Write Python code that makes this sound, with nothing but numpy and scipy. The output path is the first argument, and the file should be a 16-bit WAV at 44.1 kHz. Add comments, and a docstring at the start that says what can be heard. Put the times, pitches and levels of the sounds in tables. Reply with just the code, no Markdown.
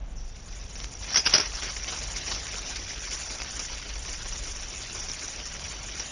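"""Soda foam gushes from a bottle in a model volcano, outdoors on a board before a fence.
The jet hisses in the neck, fizz builds and the first small blobs land. After a second heavy lumps
slap down on the hollow cone and trapped air smacks out. Then foam keeps pattering, dripping and
fizzing; the jet surges again near 3 s. A low outdoor rumble lies underneath throughout."""
import sys
import numpy as np
from scipy import signal
from scipy.fft import rfft, irfft, next_fast_len
from scipy.io import wavfile

SR = 44100
rng = np.random.default_rng(int(sys.argv[2]) if len(sys.argv) > 2 else 0)


def unload_wav(signal):
    """Save mono or channel-first audio to the path in sys.argv[1] as 16-bit WAV at rate SR, clipped to [-1, 1]."""
    wavfile.write(
        sys.argv[1],
        SR,
        np.round(np.clip(np.atleast_2d(signal).T, -1, 1) * 32767).astype(np.int16),
    )


N = 269662
T = np.arange(N) / SR

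# foam raining on the cone: t/s, level/dB
FOAM_FLOW = [(0, -79), (.25, -59), (.58, -51.5), (.7, -54), (.81, -46), (.9, -55), (1.0, -51), (1.12, -38),
             (1.23, -43.5), (1.33, -34), (1.52, -43.5), (1.68, -38), (1.8, -46), (1.9, -40.5), (2.08, -43),
             (2.32, -40.5), (2.48, -41.5), (3.25, -43), (4.1, -43.5), (4.5, -44), (5.1, -42.5), (6.11, -43)]
# tone of the small wet impacts as heard: f/Hz, gain/dB
DROP_TONE = [(100, -17), (250, -1.5), (380, -3), (600, -2), (1100, -3), (2200, 0.5), (3600, -2.5),
             (3850, -3), (4050, 0.5), (4280, -4), (4500, 1), (5100, -0.5), (5900, -11.5), (6400, -6),
             (7200, -30), (10500, -19)]


def slaps(rise_s=0.0039, thud_decay_s=0.022, thud_hz=324, thud_width_hz=1200):
    """Heavy lumps crack, break into gurgling droplets with a hollow pitch and thud on the cone."""
    # lumps: t/s, level/dB, decay/s, crack/dB, ring re level/dB, hollow pitch/Hz
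    lumps = [(1.141, -22, 0.015, -3, -2, 1500), (1.1564, -17.5, 0.0075, 3, -1, 1900),
             (1.168, -16.5, 0.018, -10, -6, 1750), (1.250, -30, 0.0072, -25, 5, 2000),
             (1.259, -16, 0.012, 0, -8, 2950), (1.268, -17.5, .004, -6, -8, 2700),
             (1.291, -27, 0.0041, -14, 0, 2200), (1.335, -8, 0.0063, 7.5, -3.5, 3240),
             (1.346, -16, 0.014, 4, -5, 1300), (1.359, -20, 0.0066, 0, -6, 1300),
             (1.380, -15, 0.0023, -2, -4, 2000), (1.395, -19.5, 0.018, -3, -4, 1000),
             (1.452, -26.5, 0.011, -18, -5, 2200)]
    # tone of the heavy slaps as heard, treble cut out from about 6.5 to 9.5 kHz: f/Hz, gain/dB
    slap_tone = [(60, -9), (140, -10), (400, -6), (1000, -2), (2000, 1), (3300, -2), (3650, -1),
                 (3860, -11), (4030, 4), (4600, 1), (6000, -14), (6700, -38), (9300, -37), (10200, -1.5)]
    # hollow modes of cone and board: f/Hz, width/Hz, gain/dB
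    cone_modes = [(617, 8.2, 6), (1570, 61, -12), (2080, 17, -9), (2400, 22, -7), (2480, 14, 0),
                  (2750, 50, -3), (2980, 100, -10), (3292, 19, 10), (4450, 70, 3)]
    droplets = impacts(rate_hz=3000, spread_db=1.2)
    splash, cracks, weight = 0, np.zeros(N), 0
    # fine spray ahead of the first lump wakes only the ring
    bright = undb(-28.5) * burst(start_s=1.065, rise_s=0.13, decay_s=0.012)
    for t, db, decay_s, crack_db, ring_db, hz in lumps:
        force = undb(db) * burst(t, rise_s, decay_s)
        spray = force * droplets
        splash = splash + spray + resonate(spray, hz, width_hz=900)
        bright = bright + undb(ring_db) * force
        weight = weight + undb(db) * burst(t, rise_s, thud_decay_s)
        cracks[int((t + rise_s) * SR)] = undb(crack_db)
    splash = undb(0.5) * gurgle(splash, depth_db=-4, rate_hz=60) + cracks
    slap = body(splash, slap_tone, cone_modes)
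    thud = resonate_twice(weight * rng.standard_normal(N), thud_hz, thud_width_hz)
    return undb(-2.5) * slap + undb(-6.5) * thud + undb(2.5) * ring(bright * droplets, heavy=True)


def smacks():
    """Air squeezed under falling foam rings up and dies within milliseconds."""
    # air pockets: t/s, peak/dB, f/Hz, swell/s
    pockets = [(0.950, -28, 5780, 0.003), (1.135, -15, 5600, .0015), (1.157, -5.5, 5530, 0.0021),
               (1.1692, -12, 6040, 0.0025), (1.175, -13, 6230, .004), (1.2635, -14.5, 4700, .0018),
               (1.269, -13, 5540, .0018), (1.3367, -8.5, 5070, 0.0024), (1.342, -7, 5730, 0.0021),
               (1.344, -10, 5840, 0.0027), (1.3475, -9, 4930, 0.0024), (1.3503, -13, 5730, 0.0024),
               (1.355, -8, 5150, 0.0017), (1.38, -10, 5800, 0.0022), (1.4013, -11, 5470, .0015),
               (1.4035, -17, 5370, .002), (1.8288, -26, 5760, .0015), (1.8808, -25, 5750, 0.0014),
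               (2.0365, -23, 5770, .0015), (3.593, -24, 5750, .0015), (4.3312, -19.5, 5850, 0.0014),
               (4.9488, -24, 5900, .0014), (5.104, -22, 5800, .0011), (5.1163, -16, 5400, 0.00089),
               (5.280, -19.5, 5850, .0015), (5.9955, -19, 5800, .0014), (5.9985, -24, 5820, 0.0016),
               (6.002, -23, 5900, .0012)]
    out, age = np.zeros(N), T[:SR // 32]
    for t, db, hz, swell_s in pockets:
        envelope = (age / swell_s * np.exp(1 - age / swell_s)) ** 3
        start = int(t * SR)
        out[start:start + len(age)] += undb(db) * envelope * np.sin(2 * np.pi * hz * age)
    return out


def blobs():
    """Small blobs land with a gurgling splat and a bright ring, then trail off in spatter."""
    # landings: t/s, body/dB, ring/dB, decay/s
    landings = [(0.518, -48.5, -42.5, 0.0078), (0.756, -49, -34, 0.0048), (0.79, -44, -37, 0.003),
                (0.837, -37, -39, 0.0034), (1.021, -38, -42, 0.014), (1.545, -39.5, -31, 0.0096),
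                (1.617, -35, -30, 0.031), (1.643, -40, -40, 0.0045), (1.764, -30, -27.5, 0.0029),
                (1.828, -49, -29, 0.0032), (1.875, -32, -29.5, 0.013), (1.921, -31, -35, 0.0078),
                (1.961, -35, -28.5, 0.0047), (2.037, -34, -36, 0.0045), (2.156, -34.5, -28, 0.016),
                (2.265, -38, -33, 0.033), (2.31, -29.5, -31, 0.014), (2.345, -34, -27, 0.0047),
                (2.540, -39, -37, 0.0077), (2.754, -34, -32, .012), (3.105, -35.5, -34, 0.017),
                (3.123, -40.5, -31.5, 0.022), (3.299, -41, -39, 0.0067), (3.4, -32.5, -49, 0.0039),
                (3.411, -40, -49, 0.004), (3.594, -31, -23.5, 0.004), (4.330, -54, -36, 0.0069),
                (4.949, -46, -29, 0.0023), (4.996, -42.5, -27.5, 0.0052), (5.082, -39, -24, 0.0043),
                (5.281, -43, -36, 0.0064), (5.45, -40.5, -30.5, 0.013), (5.997, -36, -29, 0.01)]
    spray = impacts(rate_hz=4000, spread_db=1.2)
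    dull, bright = 0, 0
    for t, body_db, ring_db, decay_s in landings:
        spatter = undb(-9) * burst(t, rise_s=0.0086, decay_s=0.039)
        splat = burst(t, 0.49 * decay_s, decay_s) + spatter
        dull = dull + undb(body_db) * splat
        bright = bright + undb(ring_db) * splat
    splash = gurgle(undb(1) * dull * spray, depth_db=6, rate_hz=40)
    return body(splash, DROP_TONE) + undb(-2) * ring(bright * spray, heavy=False)


def drips():
    """Fat drips hit with a dry crack and trap a bubble that rings one short plip."""
    # hits: t/s, crack/dB, plip/dB, f/Hz
    hits = [(0.5276, -23, -40, 2600), (0.7556, -15, -36, 2400), (0.8023, -11, -40, 3200),
            (0.8439, -6.5, -42, 3000), (1.0435, -13, -40, 2400), (1.5205, -18, -29, 2600),
            (1.6229, -10, -23.5, 2980), (1.768, -16, -36, 1800), (1.8443, -11, -25, 2470),
            (2.1644, -21, -29, 1930), (2.3207, -24, -37, 2330), (2.4687, -9, -30, 2600),
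            (2.5429, -16, -29, 1510), (2.5551, -14, -26, 2700), (2.9075, -21, -26.5, 2020),
            (3.4005, -25, -32, 960), (3.419, -5, -24, 2230), (3.5933, -10, -32, 1260),
            (4.0509, -13, -34, 2600), (4.091, -26, -28, 2580), (5.0986, -8, -35, 2200),
            (5.9993, -6.5, -32, 2280)]
    # tone of the cracks: f/Hz, gain/dB
    crack_tone = [(150, -9), (600, -6), (2000, -4), (3900, -2), (4400, -5), (7000, -3), (10500, -21)]
    cracks, plips = np.zeros(N), np.zeros(N)
    for t, crack_db, plip_db, hz in hits:
        plip = bubble(hz, life_s=0.00061, glide=0.23)
        start = int(t * SR)
        cracks[start] = undb(crack_db)
        plips[start:start + len(plip)] += undb(plip_db) * plip
    return body(cracks, crack_tone) + plips


def patter():
    """Foam rains down in gurgling clumps; sparser hard drops set off the ring."""
    flow_db, = curves(FOAM_FLOW)
    flow = undb(flow_db) * flutter(depth_db=3, rate_hz=80)
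    soft = impacts(rate_hz=2800, spread_db=1.3)
    hard = impacts(rate_hz=1600, spread_db=1) * flutter(depth_db=6, rate_hz=110)
    splash = body(gurgle(flow * soft, depth_db=5.5, rate_hz=45), DROP_TONE)
    ticks = ring(flow * (hard + undb(-22) * soft), heavy=False)
    return undb(4) * splash + undb(1) * ticks


def fizz(low_hz=6600, high_hz=9600, q=5, build_s=0.73, sag_db_per_s=0.67):
    """Gas bursts tiny bubbles in flurries, the smallest weakest; it builds, then slowly runs out."""
    pops = 0
    for hz, db in zip(np.geomspace(low_hz, high_hz, 5), np.linspace(0, -8, 5)):
        pops = pops + undb(db) * resonate_twice(impacts(rate_hz=2400, spread_db=5), hz, hz / q)
    flurries = unit(pops * flutter(depth_db=7.5, rate_hz=60))
    ringing = undb(-2) * ring(impacts(rate_hz=1500, spread_db=7.5), heavy=False)
    gas_db = -36 - 27 * np.exp(-T / build_s) - sag_db_per_s * T
    return (flurries + ringing) * undb(gas_db)


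def bubbles(count=1500, low_hz=450, high_hz=3700, mean_life_s=0.003):
    """Bubbles ring briefly in the wet foam; small ones are more common."""
    flow_db, = curves(FOAM_FLOW)
    out = np.zeros(N + SR)
    for when, smallness, strength, longevity in rng.random((count, 4)):
        hz = low_hz + (high_hz - low_hz) * np.sqrt(smallness)
        tone = bubble(hz, mean_life_s * (0.5 + longevity), glide=0.03)
        db = 0.1 * np.log(max(1 - strength, 0.03))
        start = int(when * N)
        out[start:start + len(tone)] += undb(db) * tone
    return unit(out[:N]) * undb(flow_db - 3.5)


def crackle():
    """Larger foam films snap with lone dry clicks."""
    flow_db, = curves(FOAM_FLOW)
    snaps = impacts(rate_hz=70, spread_db=2.8)
    return unit(resonate(snaps, hz=2500, width_hz=3200)) * undb(flow_db - 8.5)


def jet(rise_s=0.012):
    """The jet surges in the bottle neck with a bright hiss."""
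    # surges: t/s, level/dB, decay/s
    surges = [(0.16, -45.5, 0.072), (0.26, -68, .12), (2.78, -48, .15), (3.02, -47, 0.26), (3.48, -60, .25)]
    push = sum(undb(db) * burst(t, rise_s, decay_s) for t, db, decay_s in surges)
    return ring(push * rng.standard_normal(N), heavy=False)


def outdoors():
    """A deep throb and a low drone swell and sink under near-steady air noise."""
    # rumble: t/s, throb/dB, drone/dB
    rumble = [(0.0, -47.5, -36), (0.18, -36.5, -40), (0.44, -42, -47), (0.6, -40, -39), (1.2, -63, -43),
              (1.35, -58, -43.5), (2.39, -55, -35.5), (2.44, -55, -43), (3.47, -54.5, -44),
              (3.59, -44, -40), (3.71, -50, -41), (3.86, -47, -40), (4.23, -48, -38.5), (4.63, -48, -42.5),
              (4.78, -51, -46.5), (5.86, -57.5, -42.5), (6.05, -68, -47)]
    # outdoor air spectrum: f/Hz, gain/dB
    air_spectrum = [(20, -12.5), (60, 1.5), (100, -5.5), (190, -11), (300, -18), (420, -18.5), (750, -19),
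                    (1200, -26), (3500, -31), (10000, -58)]
    throb_db, drone_db = curves(rumble)
    throb = unit(resonate_twice(rng.standard_normal(N), hz=26, width_hz=7))
    drone = unit(resonate_twice(rng.standard_normal(N), hz=46, width_hz=17))
    air = unit(colour(rng.standard_normal(N), air_spectrum)) * undb(-42.5 + walk(rate_hz=3.22))
    return throb * undb(throb_db + 7) + drone * undb(drone_db + 3) + air


def yard(x, tail_db=-18, t60_s=0.1):
    """Fence and yard add a faint, short, scattered tail."""
    age = T[:SR // 2]
    tail = rng.standard_normal(len(age)) * undb(-60 * age / t60_s)
    return x + undb(tail_db) * signal.fftconvolve(x, tail / np.linalg.norm(tail))[:N]


def ring(x, heavy, edge_hz=6100):
    """Shared bright ring, cut off sharply above; heavy blows favour its lower modes."""
    # modes: f/Hz, width/Hz, heavy gain/dB, light gain/dB
    modes = [(4630, 580, -2, -9.5), (5060, 54, 8.5, -18), (5266, 116, 4, 2.5), (5680, 300, 7.5, 5),
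             (5840, 120, 8.5, 13.5), (5970, 500, -24, 5.5)]
    lowpass = signal.cheby1(8, 0.5, edge_hz, fs=SR, output="sos")

    def respond(drive):
        ringing = sum((-1) ** k * undb(heavy_db if heavy else light_db) * resonate(drive, hz, width_hz)
                      for k, (hz, width_hz, heavy_db, light_db) in enumerate(modes))
        return signal.sosfilt(lowpass, ringing)
    return respond(x) / np.linalg.norm(respond(signal.unit_impulse(4096)))


def body(x, tone, modes=()):
    """Broad splash plus any hollow modes it wakes; unit power gain for white noise."""
    def respond(drive):
        wet = colour(drive, tone)
        return wet + sum(undb(db) * resonate(wet, hz, width_hz) for hz, width_hz, db in modes)
    return respond(x) / np.linalg.norm(respond(signal.unit_impulse(4096)))


def gurgle(x, depth_db, rate_hz, top_hz=4900, bands=14):
    """Wet hollows open and close, so each band of a splash swells and sinks on its own."""
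    size = next_fast_len(N, real=True)
    spectrum = rfft(x, size)
    position = np.minimum(np.linspace(0, SR / 2, len(spectrum)) / top_hz, 1) * (bands - 1)
    out = 0
    for k in range(bands):
        band = irfft(spectrum * np.maximum(1 - abs(position - k), 0), size)[:N]
        out = out + band * flutter(depth_db, rate_hz)
    return unit(out) * np.std(x)


def bubble(hz, life_s, glide):
    """One bubble swells and rings out, rising in pitch as it nears the surface."""
    age = T[:SR // 16]
    phase = 2 * np.pi * hz * age * (1 + glide * np.tanh(age / life_s / 10))
    return age / life_s * np.exp(1 - age / life_s) * np.sin(phase)


def impacts(rate_hz, spread_db):
    """Random tiny impacts, many weak and a few strong; rms 1."""
    strength = undb(spread_db * np.minimum(rng.exponential(size=N), 4))
    return unit((rng.random(N) < rate_hz / SR) * strength * rng.choice([-1, 1], N))


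def burst(start_s, rise_s, decay_s):
    """Envelope: linear rise, exponential decay."""
    out = np.zeros(N)
    span = slice(int(start_s * SR), int((start_s + rise_s + 10 * decay_s) * SR))
    age = T[span] - start_s
    out[span] = np.clip(age / rise_s, 0, 1) * np.exp(-np.maximum(age - rise_s, 0) / decay_s)
    return out


def colour(x, points, size=4096):
    """Minimum-phase filter through (f/Hz, gain/dB) points."""
    hz, db = np.transpose(points)
    grid_hz = np.maximum(np.arange(size // 2 + 1) * SR / size, 1)
    cepstrum = irfft(np.log(undb(np.interp(np.log(grid_hz), np.log(hz), db))))
    cepstrum[1:size // 2] *= 2
    cepstrum[size // 2 + 1:] = 0
    return signal.fftconvolve(x, irfft(np.exp(rfft(cepstrum))))[:N]


def resonate(x, hz, width_hz):
    """One resonance, gain 1 at its centre."""
    return signal.lfilter(*signal.iirpeak(hz, hz / width_hz, fs=SR), x)


def resonate_twice(x, hz, width_hz):
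    """Two equal resonances in series."""
    return resonate(resonate(x, hz, width_hz), hz, width_hz)


def walk(rate_hz):
    """Random wander, spread near 1."""
    knots = rng.standard_normal(N // 50)
    return 1.2 * np.interp(T * rate_hz, np.arange(len(knots)), knots)


def flutter(depth_db, rate_hz):
    """Random gain within +/- depth_db."""
    return undb(depth_db * np.tanh(walk(rate_hz)))


def curves(rows):
    """Columns of a (t/s, ...) table at every sample."""
    times, *columns = np.transpose(rows)
    return [np.interp(T, times, column) for column in columns]


def undb(db):
    """Decibels to gain."""
    return 10 ** (np.asarray(db) / 20)


def unit(x):
    """Scale to rms 1."""
    return x / np.sqrt(np.mean(x ** 2))


def scene():
    """Foam in the yard, over the rumble; mono."""
    foam = jet() + slaps() + smacks() + blobs() + drips() + patter() + bubbles() + crackle() + fizz()
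    return (yard(foam) + outdoors())[None]


def record(dry):
    """Uneven treble with a gap near 8 kHz, nothing above 11 kHz."""
    # treble as heard: f/Hz, gain/dB
    treble_colour = [(7250, -4), (7480, -42), (8550, -39), (8750, -8), (9750, -14.5), (10200, -10.5),
                     (10800, -31.5)]
    coloured = np.array([colour(channel, treble_colour) for channel in dry])
    return signal.sosfilt(signal.ellip(8, 0.2, 70, 11000, fs=SR, output="sos"), coloured)


dry = scene()
out = record(dry)
unload_wav(out)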